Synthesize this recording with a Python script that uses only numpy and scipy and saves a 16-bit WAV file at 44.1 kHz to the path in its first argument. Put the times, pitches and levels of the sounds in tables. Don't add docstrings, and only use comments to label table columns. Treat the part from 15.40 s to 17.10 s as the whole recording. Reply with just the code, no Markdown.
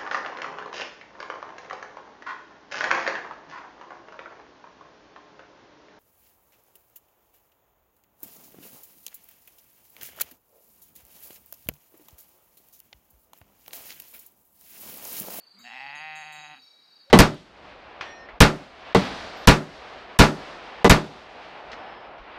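import sys
import numpy as np
from scipy import signal
from scipy.io import wavfile
from scipy.ndimage import uniform_filter1d

SR = 44100
rng = np.random.default_rng(int(sys.argv[2]) if len(sys.argv) > 2 else 0)


def decibels_to_gain(level_db):
    exponent = np.asarray(level_db, float) / 20
    return 10 ** exponent


def put_to_file(sound):
    columns = np.atleast_2d(sound).T
    safe = np.clip(columns, -1, 1)
    whole_steps = np.round(safe * 32767)
    wavfile.write(sys.argv[1], SR, whole_steps.astype(np.int16))


N = 74970
BREAK_S = 1.14


def evened(x):
    return x / np.sqrt(np.mean(x ** 2) + 1e-20)


def curve(table, t, axis=1):
    rows = np.array(table, float)
    return np.interp(t, rows[:, 0], rows[:, axis])


def resonate(x, hz, width_hz):
    turn = np.exp(2j * np.pi * np.cumsum(hz * np.ones(len(x))) / SR)
    r = np.exp(-np.pi * width_hz / SR)
    return 2 * (turn * signal.lfilter([1 - r], [1, -r], x / turn)).real


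def drift(size):
    return evened(uniform_filter1d(uniform_filter1d(rng.standard_normal(N), size), size))


def fade(t, start, end, edge):
    return np.clip(np.minimum(t - start, end - t) / edge, 0, 1)


def air():
    # f/Hz, level/dB per Hz
    colour = [(40, -71), (100, -19), (180, -4), (1200, -2.5), (3000, -7.5), (5300, -13), (7000, -19),
              (15000, -23)]
    level_db, patch_db = -67, 1.5
    frames, hz = N // 256 + 5, np.fft.rfftfreq(1024, 1 / SR)
    a, b, patches = rng.standard_normal((frames, 513, 3)).T
    patches = evened(uniform_filter1d(uniform_filter1d(patches, 12, 0), 12, 1))
    f, db = np.transpose(colour)
    colour_db = np.interp(np.log(hz + 1), np.log(f), db)[:, None]
    z = (a + 1j * b) * decibels_to_gain(colour_db + patch_db * patches)
    return decibels_to_gain(level_db) * evened(signal.istft(z, nperseg=1024, noverlap=768)[1][:N])


def chirps(rows):
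    every_s, stroke_s, sag_hz = 0.032, 0.024, 141
    out = np.zeros(N)
    for s, length, hz, db, stray in rows:
        chance = stray * rng.standard_normal((6, 3))
        for k in range(int(length / every_s) + 1):
            i = round((s + k * every_s - stroke_s / 2) * SR)
            u = np.arange(max(i, 0), min(i + round(stroke_s * SR), N))
            x = (u - i) / SR / stroke_s
            turns = stroke_s * ((hz + 25 * chance[k, 0]) * x + sag_hz * (x - x ** 2) / 2)
            level = decibels_to_gain(db + 3.1 * chance[k, 1]) * np.sqrt(2) * np.sin(np.pi * x) ** 0.84
            out[u] += level * np.sin(2 * np.pi * turns + 30 * chance[k, 2])
    return out


def far_crickets():
    count, chorus_hz, spread_hz, chorus_db = 70, 4484, 192, -73
    haze_db, haze_width_hz = -66.5, 950
    rows = []
    for start, (stray_hz, stray_db) in zip(rng.random(count), rng.standard_normal((count, 2))):
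        hz = chorus_hz + spread_hz * np.clip(stray_hz, -2, 2)
        rows.append((2.0 * start - .1, .12, hz, chorus_db + 3 * stray_db, 1))
    haze = rng.standard_normal(N)
    for _ in range(4):
        haze = resonate(haze, chorus_hz, haze_width_hz)
    return chirps(rows) + decibels_to_gain(haze_db) * evened(haze)


def near_crickets():
    # t/s, f/Hz, level/dB
    strokes = [(0.01, 4520, -63.5), (0.039, 4540, -62), (0.076, 4600, -60), (0.117, 4590, -61),
               (0.145, 4370, -68), (0.151, 4727, -63), (0.17, 4750, -69), (0.186, 4770, -62),
               (0.19, 4650, -68), (0.208, 4480, -64.6), (0.226, 4600, -64), (0.228, 4820, -62.5),
               (0.254, 4554, -60.5), (0.274, 4540, -69), (0.291, 4560, -65.7), (0.401, 4610, -62),
               (0.436, 4620, -61.9), (0.473, 4580, -61.9), (0.498, 4380, -62), (0.513, 4820, -63.5),
               (0.577, 4770, -62), (0.588, 4511, -64), (0.604, 4590, -69), (0.62, 4720, -61.5),
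               (0.703, 4447, -67.5), (0.772, 4460, -65.2), (0.778, 4700, -69), (0.801, 4610, -62.6),
               (0.808, 4425, -68), (0.819, 4597, -68), (0.841, 4530, -64), (0.843, 4380, -67.0),
               (0.876, 4609, -61), (0.927, 4420, -63), (0.959, 4500, -62), (0.968, 4360, -66.5),
               (0.992, 4774, -66.5), (1.006, 4390, -62), (1.022, 4776, -64), (1.067, 4797, -67),
               (1.173, 4510, -67), (1.2, 4660, -63), (1.218, 4430, -67), (1.238, 4570, -60),
               (1.248, 4360, -76), (1.276, 4640, -62), (1.276, 4468, -65.3), (1.316, 4600, -62.5),
               (1.442, 4750, -66.6), (1.484, 4780, -66.4), (1.53, 4580, -63), (1.565, 4650, -59.5),
               (1.6, 4576, -59.5), (1.612, 4380, -61), (1.618, 4791, -63), (1.632, 4350, -69),
               (1.639, 4570, -63.5), (1.692, 4490, -70)]
    gain_db = 5
    return chirps([(s, 0, hz, db + gain_db, .1) for s, hz, db in strokes])


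def birdcall(track, flutter_db):
    t = np.arange(N) / SR
    level = decibels_to_gain(curve(track, t, axis=2) + flutter_db * drift(200))
    level = level * fade(t, track[0][0], track[-1][0] + 0.0093, 0.02)
    return np.sqrt(2) * level * np.sin(2 * np.pi * np.cumsum(curve(track, t)) / SR)


def dove():
    # t/s, f/Hz, level/dB
    coo = [
        (1.635, 490, -76),
        (1.66, 517, -78),
        (1.68, 547, -61),
        (1.7, 584, -56),
    ]
    return birdcall(coo, flutter_db=.5)


def whistle():
    # t/s, f/Hz, level/dB
    fall = [
        (.05, 8420, -95),
        (.174, 7870, -84),
        (.25, 7820, -76),
        (.32, 7720, -85),
        (.38, 7720, -76.5),
        (.48, 7650, -87),
    ]
    return birdcall(fall, flutter_db=1.5)


def bell(tones_hz, modes, blows, facing, swing_db):
    swing_hz, facing_db, clapper_s = 3.8, 5, .002
    t, out = np.arange(N) / SR, np.zeros(N)
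    for k, (hz, (db, t60, side, lobes)) in enumerate(zip(tones_hz, modes)):
        power = np.zeros(N)
        for s, blow_db, at, hard, ring in blows:
            decay_db = 60 * np.maximum(t - s, 0) / (t60 * ring)
            struck = decibels_to_gain(db + blow_db + hard * np.log2(hz / 6000) - decay_db)
            power += (struck * np.cos(lobes * (at - side)) * np.clip((t - s) / clapper_s, 0, 1)) ** 2
        swing = swing_db * np.sin(2 * np.pi * (swing_hz * t + rng.random()))
        waver = decibels_to_gain(swing + facing_db * curve(facing, t) * np.cos(2 * side))
        out += np.sqrt(2 * power) * waver * np.sin(2 * np.pi * (hz * (t - blows[-1][0]) + k / 2))
    return out


def far_bell():
    tones_hz = [2304, 5444, 9222, 9658, 13910]
    # level/dB, t60/s, loudest strike side/rad, lobes round the rim
    modes = [(-70, 2.5, 0.76, 1), (-67.5, 2.45, 0.1, 1), (-82.5, 0.82, 0, 1), (-107, 0.27, 0, 1),
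             (-79, 0.21, 0, 1)]
    # t/s, level/dB, side/rad, hardness/dB per octave, ring share
    blows = [
        (1.217, 0, 0.012, 0.00025, 1),
    ]
    # t/s, facing [about -1 to 1]
    facing = [(1.217, -0.26), (1.24, 0.37), (1.302, 0.67), (1.38, -1.3), (1.5, -0.41), (1.55, 0.34),
              (1.636, -0.84), (1.66, 1), (1.7, 0)]
    return bell(tones_hz, modes, blows, facing, swing_db=-1.5)


def near_bell():
    tones_hz = [3827, 3861.6, 6565, 6616, 7289, 7312, 8312, 9806, 9846, 10060, 10116, 13768]
    # level/dB, t60/s, loudest strike side/rad, lobes round the rim
    modes = [(-55.5, 3.05, 0.034, 1.03), (-57.5, 5.7, 1.74, 1.05), (-58.5, 1.15, 0.13, 1.19),
             (-68, 0.79, 2.7, 0.77), (-73.5, 0.65, .05, 1), (-62.5, 0.74, 0.7, 2), (-66, 0.39, 0.55, 2.25),
             (-82, 1.2, 0.74, 1.8), (-73, 0.27, 0.17, 2.2), (-89, 0.23, 2, 1.05), (-76.5, 0.67, 0.29, 1.25),
             (-72, .33, 0.55, 3.4)]
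    # t/s, level/dB, side/rad, hardness/dB per octave, ring share
    blows = [
        (0.188, 1, 1.25, 3.5, 1.1),
        (0.551, -5.5, 0.033, 3, 1.5),
        (0.753, 1.5, 0.21, 5.5, 1.23),
        (0.921, 6, 1.105, 8, 0.7),
    ]
    # t/s, facing [-1 to 1]
    facing = [(.2, 0.65), (.58, 1), (.68, -0.67), (0.899, -.2), (1.05, 0.75), (1.2, -0.083), (1.4, -0.14),
              (1.549, 0.38), (1.7, 0.85)]
    return bell(tones_hz, modes, blows, facing, swing_db=2.5)


def grunt(t):
    start_s, length_s, tone_hz, tone_db, rasp_db = 0.132, 0.085, 196.7, -61, -61.5
    puff = np.sin(np.pi * np.clip((t - start_s) / length_s, 0, 1))
    late = np.sin(np.pi * np.clip((t - start_s - .025) / length_s, 0, 1))
    high = resonate(resonate(rng.standard_normal(N), 2140, 280), 2200, 350)
    low = resonate(resonate(rng.standard_normal(N), 1260, 700), 1200, 700)
    rasp = evened(high + 0.81 * low)
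    return decibels_to_gain(tone_db) * puff * np.sin(2 * np.pi * tone_hz * t) + decibels_to_gain(rasp_db) * late * rasp


def nose_hum(t, turns):
    # t/s, first partial level/dB, second partial level/dB
    levels = [(.13, -102, -100), (.2, -72, -62), (.28, -86, -64.5), (.42, -71, -69.5), (.52, -67, -71),
              (.87, -65, -80.5), (1.13, -63.5, -69), (1.19, -91, -69), (1.26, -78.5, -87)]
    drift_db, mic_low_hz = 2.2, 115
    hum = np.zeros(N)
    for k in (1, 2):
        hum += decibels_to_gain(curve(levels, t, axis=k) + drift_db * drift(700)) * np.sin(2 * np.pi * k * turns)
    hum = signal.sosfilt(signal.butter(4, mic_low_hz, "high", fs=SR, output="sos"), hum)
    return np.sqrt(2) * hum * fade(t, levels[0][0], levels[-1][0], 0.012)


def voice_catches(t):
    # t/s, length/s, level/dB, pitch sag [share]
    catches = [(0.276, 0.011, 2.5, -0.026), (0.303, .014, -2, 0.14), (0.39, 0.012, -1, 0.075),
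               (.406, 0.0067, 2, -0.011), (0.418, 0.0086, 1, 0.037), (0.454, 0.0061, -2, 0.036),
               (0.49, 0.0084, -2.5, 0.043), (0.521, 0.00744, -2.5, 0.0432), (0.571, 0.0097, -0.5, 0.021),
               (0.589, 0.0075, -2, 0.0255), (0.733, .03, 0.34, 0.006), (0.834, .011, 1, 0.051),
               (0.855, .012, -2.5, 0.0031), (0.931, 0.01, -2.5, 0.013), (0.958, 0.013, 0.5, 0.016),
               (1.001, 0.0099, 0.5, 0.031), (1.022, 0.0093, -2, -0.0058), (1.045, 0.0059, 2.5, .025),
               (1.062, 0.0076, 1.5, 0.034), (1.085, 0.013, -3.5, -0.004), (1.159, .011, -7.5, 0.14)]
    dip_db, sag = np.zeros(N), np.zeros(N)
    for s, length, db, share in catches:
        bump = np.exp(-((t - s) / length) ** 2)
        dip_db += bump * db
        sag += bump * share
    return dip_db, sag


def fold_turns(t, sag, rough):
    # t/s, f/Hz
    pitch = [
        (.24, 119.5),
        (.33, 125.3),
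        (.41, 137.1),
        (.54, 146.8),
        (.63, 155.8),
        (.9, 154),
        (1.14, 151.3),
        (1.19, 134.1),
        (1.25, 119.2),
    ]
    jitter, wobble, first_pulse_s = .022, .003, .2503
    stray = jitter * rough / .6 * drift(70) + wobble * drift(600)
    turns = np.cumsum(curve(pitch, t) * (1 - sag + stray)) / SR
    return turns - turns[round(first_pulse_s * SR)]


def vocal_folds(turns, rough):
    shimmer_db, puff_share = 1.0, .5
    pulses = sum(np.cos(2 * np.pi * k * turns) for k in range(3, 50))
    pulse_number = np.floor(turns + .5).astype(int)
    size_db = shimmer_db * rng.standard_normal(400)[pulse_number] * rough / .6
    puffs = (0.11 + np.exp(-(turns % 1) / puff_share)) * rng.standard_normal(N)
    return evened(pulses) * decibels_to_gain(size_db) + rough * evened(puffs)


def throat(t, drive, rough, opening, closing, start_s):
    # f/Hz, width/Hz, level/dB, shift/Hz while the jaw still opens
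    resonances = [(797.4, 53.6, 2, 7.7), (1528, 520, -11, 215), (1941, 147, 0.5, 11), (2577, 168, -1.5, 93),
                  (3276, 223, -14, 110), (3940, 910, -24.5, 10)]
    closing_db = [2.8, 1.5, -4.5, -2, 2, -2]
    first_db = [-2, 6, 3, 3, 1, 6.5]
    first_hz = [-67, -9, -34, 15, -1, 7]
    jaw_hz = [-33, -100, -300, 34, -3, 0]
    break_db = [-5, 3, 0, 4.5, 3, 0]
    # f/Hz, width/Hz, level/dB
    buzz = [(5210, 280, -17), (6040, 230, -30.5)]
    tremble_share, tremble_db, swell_db, swell_hz = .018, 1.6, 1, 18
    first = np.clip((0.338 - t) / 0.11, 0, 1)
    jaw = np.exp(-np.maximum(t - start_s, 0) / 0.028)
    swell = fade(t, 0.36, 0.63, 0.0056)
    broken = fade(t, BREAK_S, 2, 0.018)
    tremble = np.maximum(rough, 0) ** .5
    out = np.zeros(N)
    for k, (hz, width, db, shift_hz) in enumerate(resonances):
        level_db = db + closing_db[k] * closing + first_db[k] * first + break_db[k] * broken
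        place_hz = hz + shift_hz * opening + first_hz[k] * first + jaw_hz[k] * jaw
        if k == 0:
            level_db = level_db + swell_db * swell
            place_hz = place_hz + swell_hz * swell
        else:
            level_db = level_db + tremble_db * tremble * drift(260)
            place_hz = place_hz + hz * tremble_share * tremble * drift(260)
        out += (-1) ** k * decibels_to_gain(level_db) * resonate(drive, place_hz, width)
    out = signal.sosfilt(signal.butter(6, 4700, fs=SR, output="sos"), out)
    for hz, width, db in buzz:
        out = out + opening * decibels_to_gain(db) * resonate(resonate(drive, hz, width), hz, width)
    return signal.sosfilt(signal.butter(6, 540, "high", fs=SR, output="sos"), out)


def cow():
    # t/s, level/dB
    effort = [
        (.232, -62),
        (.252, -49),
        (.33, -42.5),
        (.41, -40.5),
        (.63, -38),
        (.9, -41.5),
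        (1.14, -45),
        (1.172, -51),
        (1.198, -69),
    ]
    t = np.arange(N) / SR
    dip_db, sag = voice_catches(t)
    opening = np.clip((.62 - t) / 0.38, 0, 1)
    closing = np.clip((t - 0.71) / 0.53, 0, 1)
    rough_start, rough_held, rough_tired, rough_break = .6, .09, .14, .3
    rough = rough_held + (rough_start - rough_held) * opening + rough_tired * closing
    rough = rough + rough_break * (t > BREAK_S) - 0.074 * dip_db
    turns = fold_turns(t, sag, rough)
    start_s, end_s = effort[0][0], effort[-1][0]
    voice = evened(throat(t, vocal_folds(turns, rough), rough, opening, closing, start_s))
    voice = voice * decibels_to_gain(curve(effort, t) + dip_db) * fade(t, start_s, end_s, 0.0034)
    return voice + nose_hum(t, turns) + grunt(t)


def slope(x):
    level_db, t60_s, delay_s = -17, .35, .03
    t = np.arange(SR // 2) / SR
    tail = rng.standard_normal(len(t)) * decibels_to_gain(-60 * t / t60_s) * (t > delay_s)
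    return decibels_to_gain(level_db) * signal.fftconvolve(x, tail / np.linalg.norm(tail))[:N]


def scene():
    background = air() + far_crickets() + near_crickets() + dove() + whistle()
    bells = far_bell() + near_bell()
    moo = cow()
    return (background + bells + moo + slope(moo))[None]


def top_cut(x):
    return signal.sosfilt(signal.butter(12, 15390, fs=SR, output="sos"), x)


def record(dry):
    mask_from_hz, mask_db = 5000, -14.5
    hz, _, z = signal.stft(dry[0], SR, nperseg=1024)
    power = uniform_filter1d(abs(z) ** 2, size=3, axis=1)
    near = uniform_filter1d(power, size=5, axis=0)
    spread = uniform_filter1d(power, size=36, axis=0, origin=8)
    keep = (near > spread * decibels_to_gain(2 * mask_db)) | (hz[:, None] < mask_from_hz)
    kept = signal.istft(z * keep, SR, nperseg=1024)[1][None, :N]
    return top_cut(kept)


dry = scene()
out = record(dry)
put_to_file(out)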